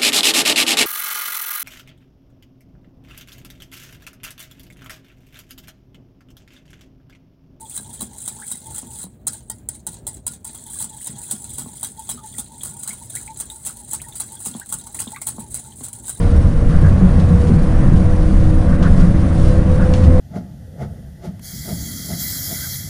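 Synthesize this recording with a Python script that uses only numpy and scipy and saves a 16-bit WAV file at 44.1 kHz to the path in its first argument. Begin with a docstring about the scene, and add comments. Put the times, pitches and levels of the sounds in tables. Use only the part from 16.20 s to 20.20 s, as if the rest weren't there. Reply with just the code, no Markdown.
"""Inside a monorail car that slowly gathers speed. From the start the body rumbles and booms over the
roar of the tyres and a thin hiss, while two drive whines climb with the speed above a steady hum.
After about half a second, bumps in the beam begin to jolt the car and set it ringing, loose fittings
rattle faintly, and the tyres scuff over the beam, as they then do about once a second.
Throughout, the tallest bass peaks just overload the microphone."""
import sys
import numpy as np
from scipy import signal
from scipy.fft import rfft, irfft
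from scipy.io import wavfile
from scipy.ndimage import uniform_filter1d

SR = 44100
rng = np.random.default_rng(int(sys.argv[2]) if len(sys.argv) > 2 else 0)


def to_wav(s):
    """Save 16-bit WAV."""
    ch = np.atleast_2d(s).T  # columns
    pcm = np.round(np.clip(ch, -1, 1) * 32767)  # PCM
    wavfile.write(sys.argv[1], SR, pcm.astype(np.int16))


N = 176400
T = np.arange(N) / SR
BIN_HZ = np.fft.rfftfreq(N, 1 / SR)

# Spectral shapes of the noise sources: frequency_hz, relative_density_db
SWAY_SPECTRUM = [(4, -10.5), (13, -1.5), (22, 0), (33, 2), (43, -12.5), (60, -39), (120, -70)]
RUMBLE_SPECTRUM = [(25, -24.5), (46, -12.5), (60, -2), (72, -10), (110, -11), (140, -11), (195, -20),
                   (212, -16.5), (256, -17.5), (285, -24), (340, -23.5), (400, -41.5), (520, -31.5),
                   (900, -79)]
ROAR_SPECTRUM = [(150, -3.5), (350, -4), (450, -1.5), (540, 0), (605, -3.5), (650, -2), (760, -4),
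                 (850, -9.5), (1080, -7), (1260, -11.5), (1390, -11), (1600, -13), (1950, -16),
                 (2300, -21.5), (3000, -28), (5000, -44), (11000, -68)]
HISS_SPECTRUM = [(1000, -26.5), (2400, 0), (3400, 1.5), (4500, 0.5), (6200, -2.5), (7700, -5.5),
                 (9300, 0.5), (10200, -5), (11500, -12)]
THUD_SPECTRUM = [(40, -14), (75, -10.5), (140, 12.5), (220, -5), (330, -2.5), (430, -9.5), (800, -29.5),
                 (2000, -60)]
RATTLE_SPECTRUM = [(1200, -28), (2200, -1.5), (2900, 1.5), (3700, -0.5), (4700, -3), (6300, -5),
                   (8000, -12), (10000, -16.5), (12000, -13)]
RASP_SPECTRUM = [(500, -18), (850, -6), (1100, 7), (1600, 5.5), (1950, -0.5), (2400, -29), (6000, -57)]
# Envelopes of the continuous sources: time_s, level_db
SWAY_ENVELOPE = [(0, -15), (.3, -14.5), (.45, -11.5), (.63, -10.5), (.78, -16.5), (.92, -11), (1.12, -22),
                 (1.3, -18.5), (1.45, -12.5), (1.78, -11), (1.92, -14), (2.17, -10), (2.62, -14),
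                 (2.76, -7.5), (3.1, -21), (3.25, -10), (3.43, -15.5), (3.7, -15), (3.8, -19), (4, -10)]
RUMBLE_ENVELOPE = [(0, -18.5), (.4, -15.5), (.63, -18), (1, -14.5), (1.2, -17.5), (1.45, -15.5),
                   (1.75, -13), (1.92, -18.5), (2.17, -15.5), (2.5, -15.5), (2.8, -15), (3.1, -16),
                   (3.45, -15.5), (3.7, -15.5), (4, -16)]
FLOOR_ENVELOPE = [(0, -18), (.25, -9.5), (.33, -24.5), (.58, -15), (.68, -8), (.77, -16.5), (.95, -17.5),
                  (1.16, -11), (1.3, -18), (1.55, -21.5), (1.74, -13.5), (1.95, -16), (2.17, -15),
                  (2.5, -17), (2.64, -14), (2.92, -19.5), (3.28, -12), (3.48, -18), (3.77, -16.5),
                  (3.88, -7), (4, -17.5)]
CABIN_ENVELOPE = [(0, -20.5), (.42, -25.5), (.6, -20.5), (.84, -18.5), (1.2, -21), (1.37, -14),
                  (1.53, -26.5), (1.68, -19), (2.15, -21), (2.42, -21.5), (2.54, -17), (2.85, -14),
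                  (3.05, -19.5), (4, -17.5)]
ROAR_ENVELOPE = [(0, -29), (.35, -31.5), (.6, -29), (.85, -28), (1.1, -29.5), (1.6, -28.5), (2.15, -30.5),
                 (2.8, -28.5), (3.4, -29), (4, -28)]
HISS_ENVELOPE = [(0, -45), (.47, -49.5), (.53, -46), (.85, -47), (1.25, -44.5), (1.55, -47.5), (2.5, -47),
                 (2.68, -46), (3.05, -47), (3.28, -42), (3.42, -47), (3.7, -44.5), (4, -47.5)]
GEAR_ENVELOPE = [(0, -29), (.25, -33.5), (.5, -34), (.8, -44.5), (1.0, -34), (1.25, -27), (1.62, -39),
                 (1.9, -29), (2.15, -34), (2.55, -30), (2.95, -40.5), (3.24, -35), (3.31, -27), (4, -24)]
MOTOR_ENVELOPE = [(0, -35.5), (1.35, -48), (1.5, -25), (1.7, -36.5), (1.9, -29), (2.35, -26.5), (2.7, -34),
                  (3.15, -25.5), (3.55, -31.5), (4, -30)]
HUM_ENVELOPE = [(0, -39), (1.3, -42), (1.9, -40.5), (2.8, -37), (4, -36.5)]
# Modes of the cabin air: pitch_hz, half_width_hz, relative_level_db
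AIR_MODES = [(160.8, 11.6, 1.5), (180.1, 5.1, -1.5), (189.8, 6.3, 0)]
# Gear whine, climbing with the speed: time_s, pitch_hz
GEAR_PITCH = [(0, 472), (1.25, 486), (2.7, 500), (3.3, 503), (4, 508.7)]
# Spectral lines of the hum: pitch_hz, relative_level_db
HUM_LINES = [(565, 1), (587, -11.5)]
# Jolts of the car body: start_s, thud_db, ring_hz, ring_db
BODY_JOLTS = [(.487, -36, 156, -8.5), (.617, -14, 151, -11.5), (.69, -26, 248, -19.5),
              (.808, -12.5, 182.6, -5), (0.964, -23, 160.3, -9), (1.094, -22, 171.4, -7),
              (1.287, -10, 228.7, -13.5), (1.618, -14.5, 130.3, -11.5), (1.715, -11.5, 183.8, -9.5),
              (2.11, -29, 192.4, -13), (2.49, -22, 177.7, -12), (2.616, -23, 186.7, -12),
              (2.8, -17, 170.8, -12.5), (3.56, -22, 174.8, -14), (3.876, -14, 253, -14.5)]
# Rattles of loose fittings: start_s, level_db, rise_s, t60_s
RATTLE_BURSTS = [(.495, -44, 0.0094, 0.25), (.994, -37.5, 0.004, 0.13), (1.269, -42.5, 0.0053, 0.15),
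                 (1.759, -40, 0.0039, 0.068), (2.622, -36, 0.006, 0.21), (2.795, -39.5, 0.0073, 0.23),
                 (3.195, -40, 0.0026, 0.043), (3.245, -43.5, .01, 0.34), (3.737, -27, 0.0012, 0.034),
                 (3.745, -39.5, 0.0032, 0.37), (3.832, -38.5, 0.008, 0.16)]
# Tyre scuffs, axle after axle: peak_s, width_s, rasp_db, creak_hz, creak_db
AXLE_SCUFFS = [(.533, 0.028, -38, 1580, -42), (.665, 0.024, -33.5, 1520, -34.5),
               (1.665, .045, -38, 1810, -44), (2.53, 0.043, -36.5, 1460, -42),
               (2.655, 0.025, -28.5, 1420, -31.5), (2.812, 0.027, -38, 1750, -50),
               (3.622, 0.031, -41, 1485, -33.5)]


def amp(db):
    """Amplitude ratio from decibels."""
    return 10 ** (np.asarray(db) / 20)


def unit(x):
    """Normalisation to rms 1."""
    return x / np.sqrt(np.mean(x ** 2) + 1e-20)


def envelope(points):
    """Gain over time, interpolated in decibels between (time_s, level_db) points."""
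    return amp(np.interp(T, *np.transpose(points)))


def colour(x, spectrum):
    """Spectral shaping of x by a curve over log frequency, at rms 1."""
    hz, db = np.transpose(spectrum)
    gain = amp(np.interp(np.log(BIN_HZ + 1), np.log(hz), db))
    return unit(irfft(rfft(x) * gain, N))


def noise(spectrum):
    """White noise filtered to a spectrum, at rms 1."""
    return colour(rng.standard_normal(N), spectrum)


def drift(rate_hz):
    """Low-pass noise for random modulation, at rms 1."""
    low_pass = (BIN_HZ > 0) * np.exp(-(BIN_HZ / rate_hz) ** 2)
    return unit(irfft(rfft(rng.standard_normal(N)) * low_pass, N))


def steadied(x, span_s):
    """Division by the running rms evens out swells longer than the span."""
    power = uniform_filter1d(x ** 2, max(int(span_s * SR), 2))
    return x / np.sqrt(abs(power) + 1e-12)


def resonance(hz, half_width_hz):
    """A randomly driven resonator responds with a narrow band of noise, at rms 1."""
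    response = 1 / (1 + ((BIN_HZ - hz) / half_width_hz) ** 2)
    return unit(irfft(rfft(rng.standard_normal(N)) * response, N))


def tone(hz, waver_hz, flutter_db):
    """A sinusoid under random frequency and amplitude modulation, at rms 1."""
    cycles = np.cumsum(hz + waver_hz * drift(rate_hz=11.3)) / SR
    return unit(np.sin(2 * np.pi * cycles) * amp(flutter_db * drift(rate_hz=13)))


def patchy(x, depth_db, patch_hz, patch_s):
    """Random modulation in time and frequency makes narrow patches of the spectrum swell and fade."""
    size, hop = 1024, 256
    frames = signal.stft(x, nperseg=size, noverlap=size - hop)[2].T
    field = rng.standard_normal(frames.shape)
    field = uniform_filter1d(field, max(int(patch_s * SR / hop), 1), axis=0)
    field = uniform_filter1d(field, max(int(patch_hz * size / SR), 1), axis=1)
    gain = unit(amp(depth_db * unit(field)))
    return signal.istft((frames * gain).T, nperseg=size, noverlap=size - hop)[1][:N]


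def car_body():
    """Forced vibration: the body sways and rumbles; floor and cabin air boom at their resonances."""
    sway = steadied(noise(SWAY_SPECTRUM), span_s=0.12) * envelope(SWAY_ENVELOPE)
    rumble = steadied(noise(RUMBLE_SPECTRUM), span_s=0.18) * envelope(RUMBLE_ENVELOPE)
    floor = steadied(resonance(hz=83.5, half_width_hz=8.9), span_s=0.1) * envelope(FLOOR_ENVELOPE)
    modes = sum(amp(db) * resonance(hz, half_width_hz) for hz, half_width_hz, db in AIR_MODES)
    cabin = steadied(modes, span_s=0.14) * envelope(CABIN_ENVELOPE)
    return sway + rumble + floor + cabin


def tyre_roar():
    """Rolling contact radiates broadband noise that falls away toward the treble."""
    return noise(ROAR_SPECTRUM) * envelope(ROAR_ENVELOPE)


def air_hiss():
    """Thin, high air noise flickers by random amplitude modulation."""
    return noise(HISS_SPECTRUM) * envelope(HISS_ENVELOPE) * amp(1.27 * drift(rate_hz=40))


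def drive(motor_ratio=0.637):
    """Pitch follows rotation rate: gear and motor whines rise in ratio over a steady hum and drone."""
    gear_hz = np.interp(T, *np.transpose(GEAR_PITCH))
    gear = tone(gear_hz, waver_hz=0.21, flutter_db=1.5) * envelope(GEAR_ENVELOPE)
    motor = tone(gear_hz * motor_ratio, waver_hz=1.94, flutter_db=1.5) * envelope(MOTOR_ENVELOPE)
    hum = sum(amp(db) * tone(hz, waver_hz=1.0, flutter_db=0.2) for hz, db in HUM_LINES)
    drone = amp(5.5) * steadied(resonance(hz=252, half_width_hz=16.6), span_s=0.62)
    return gear + motor + (hum + drone) * envelope(HUM_ENVELOPE)


def jolts(thud_rise_s=0.0051, thud_t60_s=0.25, ring_rise_s=0.021, ring_t60_s=0.36):
    """Impact excitation: each bump in the beam gives a dull thud and rings a damped mode of the car."""
    thud_gain, rings = np.zeros(N), np.zeros(N)
    for start_s, thud_db, ring_hz, ring_db in BODY_JOLTS:
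        age_s = np.maximum(T - start_s, 0)
        thud_gain += np.minimum(age_s / thud_rise_s, 1) * amp(thud_db - 60 * age_s / thud_t60_s)
        decay_db = 60 * np.maximum(age_s - ring_rise_s, 0) / ring_t60_s
        ring_gain = np.minimum(age_s / ring_rise_s, 1) * amp(ring_db - decay_db)
        rings += ring_gain * np.sin(2 * np.pi * (ring_hz * age_s + rng.random()))
    return thud_gain * steadied(noise(THUD_SPECTRUM), span_s=0.04) + rings


def rattles(grain_db=0.3):
    """Loose fittings chatter in short noise bursts that decay exponentially in the cabin."""
    gain = np.zeros(N)
    for start_s, level_db, rise_s, t60_s in RATTLE_BURSTS:
        age_s = np.maximum(T - start_s, 0)
        decay_db = 60 * np.maximum(age_s - rise_s, 0) / t60_s
        gain += np.minimum(age_s / rise_s, 1) * amp(level_db - decay_db)
    chatter = rng.standard_normal(N) * amp(grain_db * drift(rate_hz=450))
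    return gain * colour(chatter, RATTLE_SPECTRUM)


def tyre_scuffs(grain_db=1.0):
    """Friction on the beam: each axle's scuff is a brief rasp with a resonant creak in it."""
    scuffs = np.zeros(N)
    rasp = unit(noise(RASP_SPECTRUM) * amp(grain_db * drift(rate_hz=110)))
    for peak_s, width_s, rasp_db, creak_hz, creak_db in AXLE_SCUFFS:
        creak = steadied(resonance(creak_hz, half_width_hz=150), span_s=0.047)
        swell = np.exp(-0.5 * ((T - peak_s) / width_s) ** 2)
        scuffs += swell * (amp(rasp_db) * rasp + amp(creak_db) * creak)
    return scuffs


def scene():
    """Superposition of all the sources at a seat by the window."""
    tyres = patchy(tyre_roar() + tyre_scuffs(), depth_db=1.08, patch_hz=140, patch_s=0.06)
    hiss = patchy(air_hiss(), depth_db=2.5, patch_hz=110, patch_s=0.06)
    return (car_body() + tyres + hiss + drive() + jolts() + rattles())[None]


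def record(dry):
    """Saturation flattens the tallest bass peaks; a low-pass filter then limits the band."""
    clipped = dry / (1 + dry ** 16) ** (1 / 16)
    end_fades = np.minimum(np.minimum(T, T[::-1]) / 0.001, 1)
    low_pass = signal.firwin(201, cutoff=10650, window=("kaiser", 8), fs=SR)
    return signal.oaconvolve(clipped * end_fades, low_pass[None], "same")


dry = scene()
out = record(dry)
to_wav(out)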